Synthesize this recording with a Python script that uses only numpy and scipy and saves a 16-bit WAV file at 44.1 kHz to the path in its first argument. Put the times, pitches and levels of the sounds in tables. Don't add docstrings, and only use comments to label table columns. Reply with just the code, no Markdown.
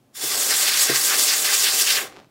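import sys
import numpy as np
from scipy import signal
from scipy.fft import rfft, irfft
from scipy.io import wavfile

SR = 44100
rng = np.random.default_rng(int(sys.argv[2]) if len(sys.argv) > 2 else 0)


def to_wav(s):
    ch = np.atleast_2d(s).T
    pcm = np.round(np.clip(ch, -1, 1) * 32767)
    wavfile.write(sys.argv[1], SR, pcm.astype(np.int16))


N = 101429
T = np.arange(N) / SR
OPEN_S, CLOSE_S, CLOSE_DB_PER_S = 0.14, 2.009, 239


def from_db(db):
    return 10 ** (np.asarray(db) / 20)


def unit_power(x):
    return x / np.sqrt(np.mean(x ** 2) + 1e-20)


def at_hz(points, hz):
    f, value = np.transpose(points)
    return np.interp(np.log(hz + 1), np.log(f), value)


def butter(x, order, hz, kind="low"):
    return signal.sosfilt(signal.butter(order, hz, kind, fs=SR, output="sos"), x)


def drift(rate_hz):
    r = np.exp(-2 * np.pi * rate_hz / SR)
    return unit_power(signal.lfilter([1], [1, -2 * r, r * r], rng.standard_normal(2 * N))[N:])


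def noise(spectrum):
    colour = from_db(at_hz(spectrum, np.fft.rfftfreq(N, 1 / SR)))
    return unit_power(irfft(rfft(rng.standard_normal(N)) * colour, N))


def clicks(rows):
    out = np.zeros(N)
    for s, db in rows:
        out[int(s * SR)] += from_db(db)
    return out + 1e-18


def ring(x, hz, t60):
    r, w = from_db(-60 / (t60 * SR)), 2 * np.pi * hz / SR
    return signal.lfilter([0, np.sin(w)], [1, -2 * r * np.cos(w), r * r], x)


def envelope(s, db):
    return (T > s[0]) * from_db(np.interp(T, s, db) - CLOSE_DB_PER_S * np.maximum(T - s[-1], 0))


def hump(octaves, width):
    return np.exp(-.5 * (octaves / width) ** 2)


# (frequency [Hz], relative density [dB])
ROOM_SPECTRUM = [(18, -61), (30, -27), (97, -9), (114, -5), (133, 2), (152, -11), (249, -4.5), (532, -15),
                 (656, -14.5), (1550, -26), (15500, -35.5)]
def room_tone():
    return from_db(-60) * noise(ROOM_SPECTRUM)


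# (frequency [Hz], width [Hz], boost [dB])
HOLLOW_MODES = [(350,48,2),(430,42,5),(605,61,6),(773,60,7.5),(1090,18,8.5),(1187,27,7),(1305,27,3.5),(1577,40,8),(1740,17,2.5),(1895,46,3),(2087,70,3.5),(2633,30,1.5),(2666,38,3),(2710,22,5.5),(3055,22,6),(3490,150,5),(3910,26,3.5),(4136,24,1),(4370,41,4),(4550,47,4.5),(5620,120,3.5),(6750,30,7.5),(7280,270,3),(7900,55,4.5),(9060,670,2),(11160,600,3.5)]
def chassis(spray):
    out = spray
    for hz, width_hz, boost_db in HOLLOW_MODES:
        resonance = signal.lfilter(*signal.iirpeak(hz, hz / width_hz, fs=SR), spray)
        out = out + (from_db(boost_db) - 1) * resonance
    return unit_power(out) * spray.std()


# (time [s], relative level [dB])
CONTACTS = [(.232,-30),(.241,-31),(.894,-15.5),(.910,-21.5),(.923,-27.5),(.942,-33.5)]
# (frequency [Hz], gain [dB], time to fall 60 dB [s])
BENCH_MODES = [(136,-15.5,0.27),(289,-5.5,.06),(353,-2,0.069),(410,3,0.031),(478,-0.5,0.041),(694,-8,0.037)]
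def bumps():
    push = butter(clicks(CONTACTS), 2, [133, 990], "band")
    return sum((-1) ** k * from_db(db) * ring(push, hz, t60)
               for k, (hz, db, t60) in enumerate(BENCH_MODES))


# (time [s], relative level [dB])
SPIT_POPS = [(2.125,-26.5),(2.1475,-41),(2.159,-33),(2.1648,-24),(2.170,-24),(2.183,-36),(2.1865,-31),(2.1915,-28),(2.2007,-28),(2.246,-35)]
# (frequency [Hz], relative density [dB])
PUFF_SPECTRUM = [(40,-10.5),(150,1.5),(450,4.5),(900,-1),(2000,-9.5),(5000,-15.5),(15000,-38.5)]
def last_spits(puff_s=2.183, rise_db_per_s=55, fall_db_per_s=161):
    pops = butter(clicks(SPIT_POPS), 1, [201, 2000], "band")
    pops = butter(pops, 2, 5970)
    fade_db = np.maximum(rise_db_per_s * (puff_s - T), fall_db_per_s * (T - puff_s))
    return from_db(13) * pops + from_db(-45.5 - fade_db) * noise(PUFF_SPECTRUM)


def valve_flow(t, ramp_s=.02, full_s=.26):
    opening = np.clip((t - OPEN_S) / ramp_s, 0, 1)
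    swell_db = np.interp(t, [OPEN_S + ramp_s, full_s], [-10, 0])
    return opening * from_db(swell_db - CLOSE_DB_PER_S * np.maximum(t - CLOSE_S, 0))


def lose_pressure(jet, dulling_s=.12):
    dull = butter(jet, 1, 6000)
    return jet + np.clip((T - CLOSE_S) / dulling_s, 0, 1) * (dull - jet)


# (frequency [Hz], relative density [dB])
RUSH_SPECTRUM = [(40,-24),(90,-15.5),(130,-17),(200,-9),(300,-3.5),(420,0.5),(560,-3),(800,-4),(1200,-6),(2500,-16)]
def rush(lag_s=0.026, flutter_db=1.5):
    level = from_db(-38 + flutter_db * drift(rate_hz=7.2))
    return level * valve_flow(T - lag_s) ** 0.87 * noise(RUSH_SPECTRUM)


def mist(drops_per_s=2500, spread_db=4, drop_share=0.14):
    sizes = from_db(spread_db * np.minimum(rng.exponential(1, N), 4)) * rng.choice([-1, 1], N)
    drops = unit_power(sizes * (rng.random(N) < drops_per_s / SR))
    return np.sqrt(drop_share) * drops + np.sqrt(1 - drop_share) * rng.standard_normal(N)


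def mist_bands(low_hz, high_hz, count):
    edges = np.geomspace(low_hz, high_hz, count + 1)
    mists = mist(), mist()
    for k, (low, high) in enumerate(zip(edges, edges[1:])):
        yield np.sqrt(low * high), butter(mists[k % 2], 2, [low, high], "band")


# (time [s], relative level [dB])
WASH_SWELLS = [(0.13, -80), (0.156, -51.5), (0.246, -38), (0.262, -43), (0.328, -31.5), (0.39, -43),
               (0.418, -36), (0.478, -37.5), (0.522, -25), (0.566, -32.5), (0.728, -28), (0.872, -32.5),
               (0.878, -25.5), (0.95, -26.5), (0.988, -32.5), (1.06, -35.5), (1.116, -22.5), (1.154, -26),
               (1.172, -32), (1.254, -37), (1.332, -26.5), (1.376, -34.5), (1.438, -36), (1.448, -29),
               (1.532, -25), (1.576, -36), (1.676, -27), (1.758, -35.5), (1.804, -34), (1.852, -33),
               (1.88, -27.5), (1.974, -29.5), (1.992, -23), (2.02, -33.5), (2.12, -54.5)]
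# (frequency [Hz], band gain [dB])
WASH_COLOUR = [(500,-30),(900,-8),(1150,-4.5),(1600,0),(2100,2.5),(2700,-8.5),(3600,-15),(6000,-21)]
def wash(loud_db=-25, loud_hz=1640, db_per_octave=5.5, boost_db=4):
    times, levels_db = np.transpose(WASH_SWELLS)
    octaves = (loud_db - np.interp(T, times, levels_db)) / db_per_octave
    out, power = 0, 0
    for hz, band in mist_bands(500, 6000, count=12):
        resonance = hump(np.log2(hz / loud_hz) - octaves, width=0.54)
        gain = from_db(at_hz(WASH_COLOUR, hz) + boost_db * resonance)
        out = out + band * gain
        power = power + gain ** 2 * band.var()
    return from_db(-1) * envelope(times, levels_db) * out / np.sqrt(power)


# (frequency [Hz], relative density [dB])
GAS_SPECTRUM = [(500,-22.5),(1100,-1),(1700,-2.5),(3500,5),(7500,7),(10000,4),(15500,3.5)]
def straw(pipe_hz=1770, reflection=0.51, fill_s=0.19):
    round_trip = np.exp(-2j * np.pi * np.fft.rfftfreq(N, 1 / SR) / pipe_hz)
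    piped = unit_power(irfft(rfft(noise(GAS_SPECTRUM)) / (1 - reflection * round_trip), N))
    empty = np.exp(-np.maximum(T - OPEN_S, 0) / fill_s)
    hiss = np.sqrt(empty) * piped + np.sqrt(1 - empty) * noise(GAS_SPECTRUM)
    return from_db(-26) * valve_flow(T) * hiss


# (time [s], level [dB], centre of colour [Hz])
JET_SWEEP = [(0.13, -67, 6240), (0.162, -44, 5830), (0.224, -31.5, 5700), (0.262, -24.5, 7680),
             (0.324, -22, 5610), (0.372, -23.5, 6770), (0.428, -22.5, 6300), (0.478, -23.5, 7300),
             (0.522, -20, 5300), (0.534, -21.5, 5060), (0.572, -19, 6800), (0.638, -19, 5900),
             (0.684, -18.5, 4660), (0.712, -22, 5000), (0.756, -21.5, 4990), (0.81, -16, 6500),
             (0.85, -18.5, 6870), (0.888, -20.5, 5190), (0.932, -25.5, 5000), (0.96, -17.5, 5740),
             (0.982, -20.5, 7200), (1.004, -19.5, 7300), (1.076, -18.5, 6900), (1.144, -22, 5140),
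             (1.182, -19, 6470), (1.194, -16.5, 6430), (1.244, -19, 6940), (1.294, -18.5, 5270),
             (1.338, -20, 5040), (1.388, -23.5, 7550), (1.416, -22.5, 7620), (1.438, -22.5, 6000),
             (1.454, -17, 5210), (1.482, -21.5, 5050), (1.51, -21, 5550), (1.536, -16.5, 5360),
             (1.582, -21.5, 6040), (1.642, -16.5, 5370), (1.686, -20, 4330), (1.736, -20.5, 6300),
             (1.82, -16, 5840), (1.836, -22.5, 6230), (1.876, -18, 4220), (1.914, -16.5, 4950),
             (1.964, -22, 5040), (2.002, -30.5, 3060), (2.074, -48.5, 3980), (2.12, -57, 3120)]
# (frequency [Hz], band gain [dB])
SPLASH_COLOUR = [(1000,-28),(1700,-14.5),(2600,-3),(3800,-2),(5200,1.5),(6300,-2),(8600,-0.5),(10000,-6.5),(12500,-6.5),(15500,-7)]
# (frequency [Hz], gain change [dB per octave of centre])
SPLASH_LEAN = [(1500,-4),(2600,-14),(3600,-7.5),(5200,1),(7500,3),(14000,9)]
def splash(mid_hz=5600, boost_db=2.5, flutter_db=1.75):
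    times, levels_db, centres_hz = np.transpose(JET_SWEEP)
    octaves = np.interp(T, times, np.log2(centres_hz / mid_hz))
    out, power = 0, 0
    for hz, band in mist_bands(900, 17000, count=18):
        resonance = hump(np.log2(hz / mid_hz) - 1.66 * octaves, width=0.34)
        lean_db = at_hz(SPLASH_LEAN, hz) * octaves
        gain = from_db(at_hz(SPLASH_COLOUR, hz) + lean_db + boost_db * resonance)
        out = out + band * gain * from_db(flutter_db * drift(rate_hz=21))
        power = power + gain ** 2 * band.var()
    return envelope(times, levels_db) * out / np.sqrt(power)


def scene():
    jet = rush() + straw() + splash() + wash()
    sputter = from_db(0.89 * drift(rate_hz=57))
    spray = chassis(lose_pressure(jet * sputter))
    mono = spray + bumps() + last_spits() + room_tone()
    return np.array([mono, mono])


def record(dry):
    return signal.sosfilt(signal.ellip(12, .1, 85, 15750, fs=SR, output="sos"), dry)


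dry = scene()
out = record(dry)
to_wav(out)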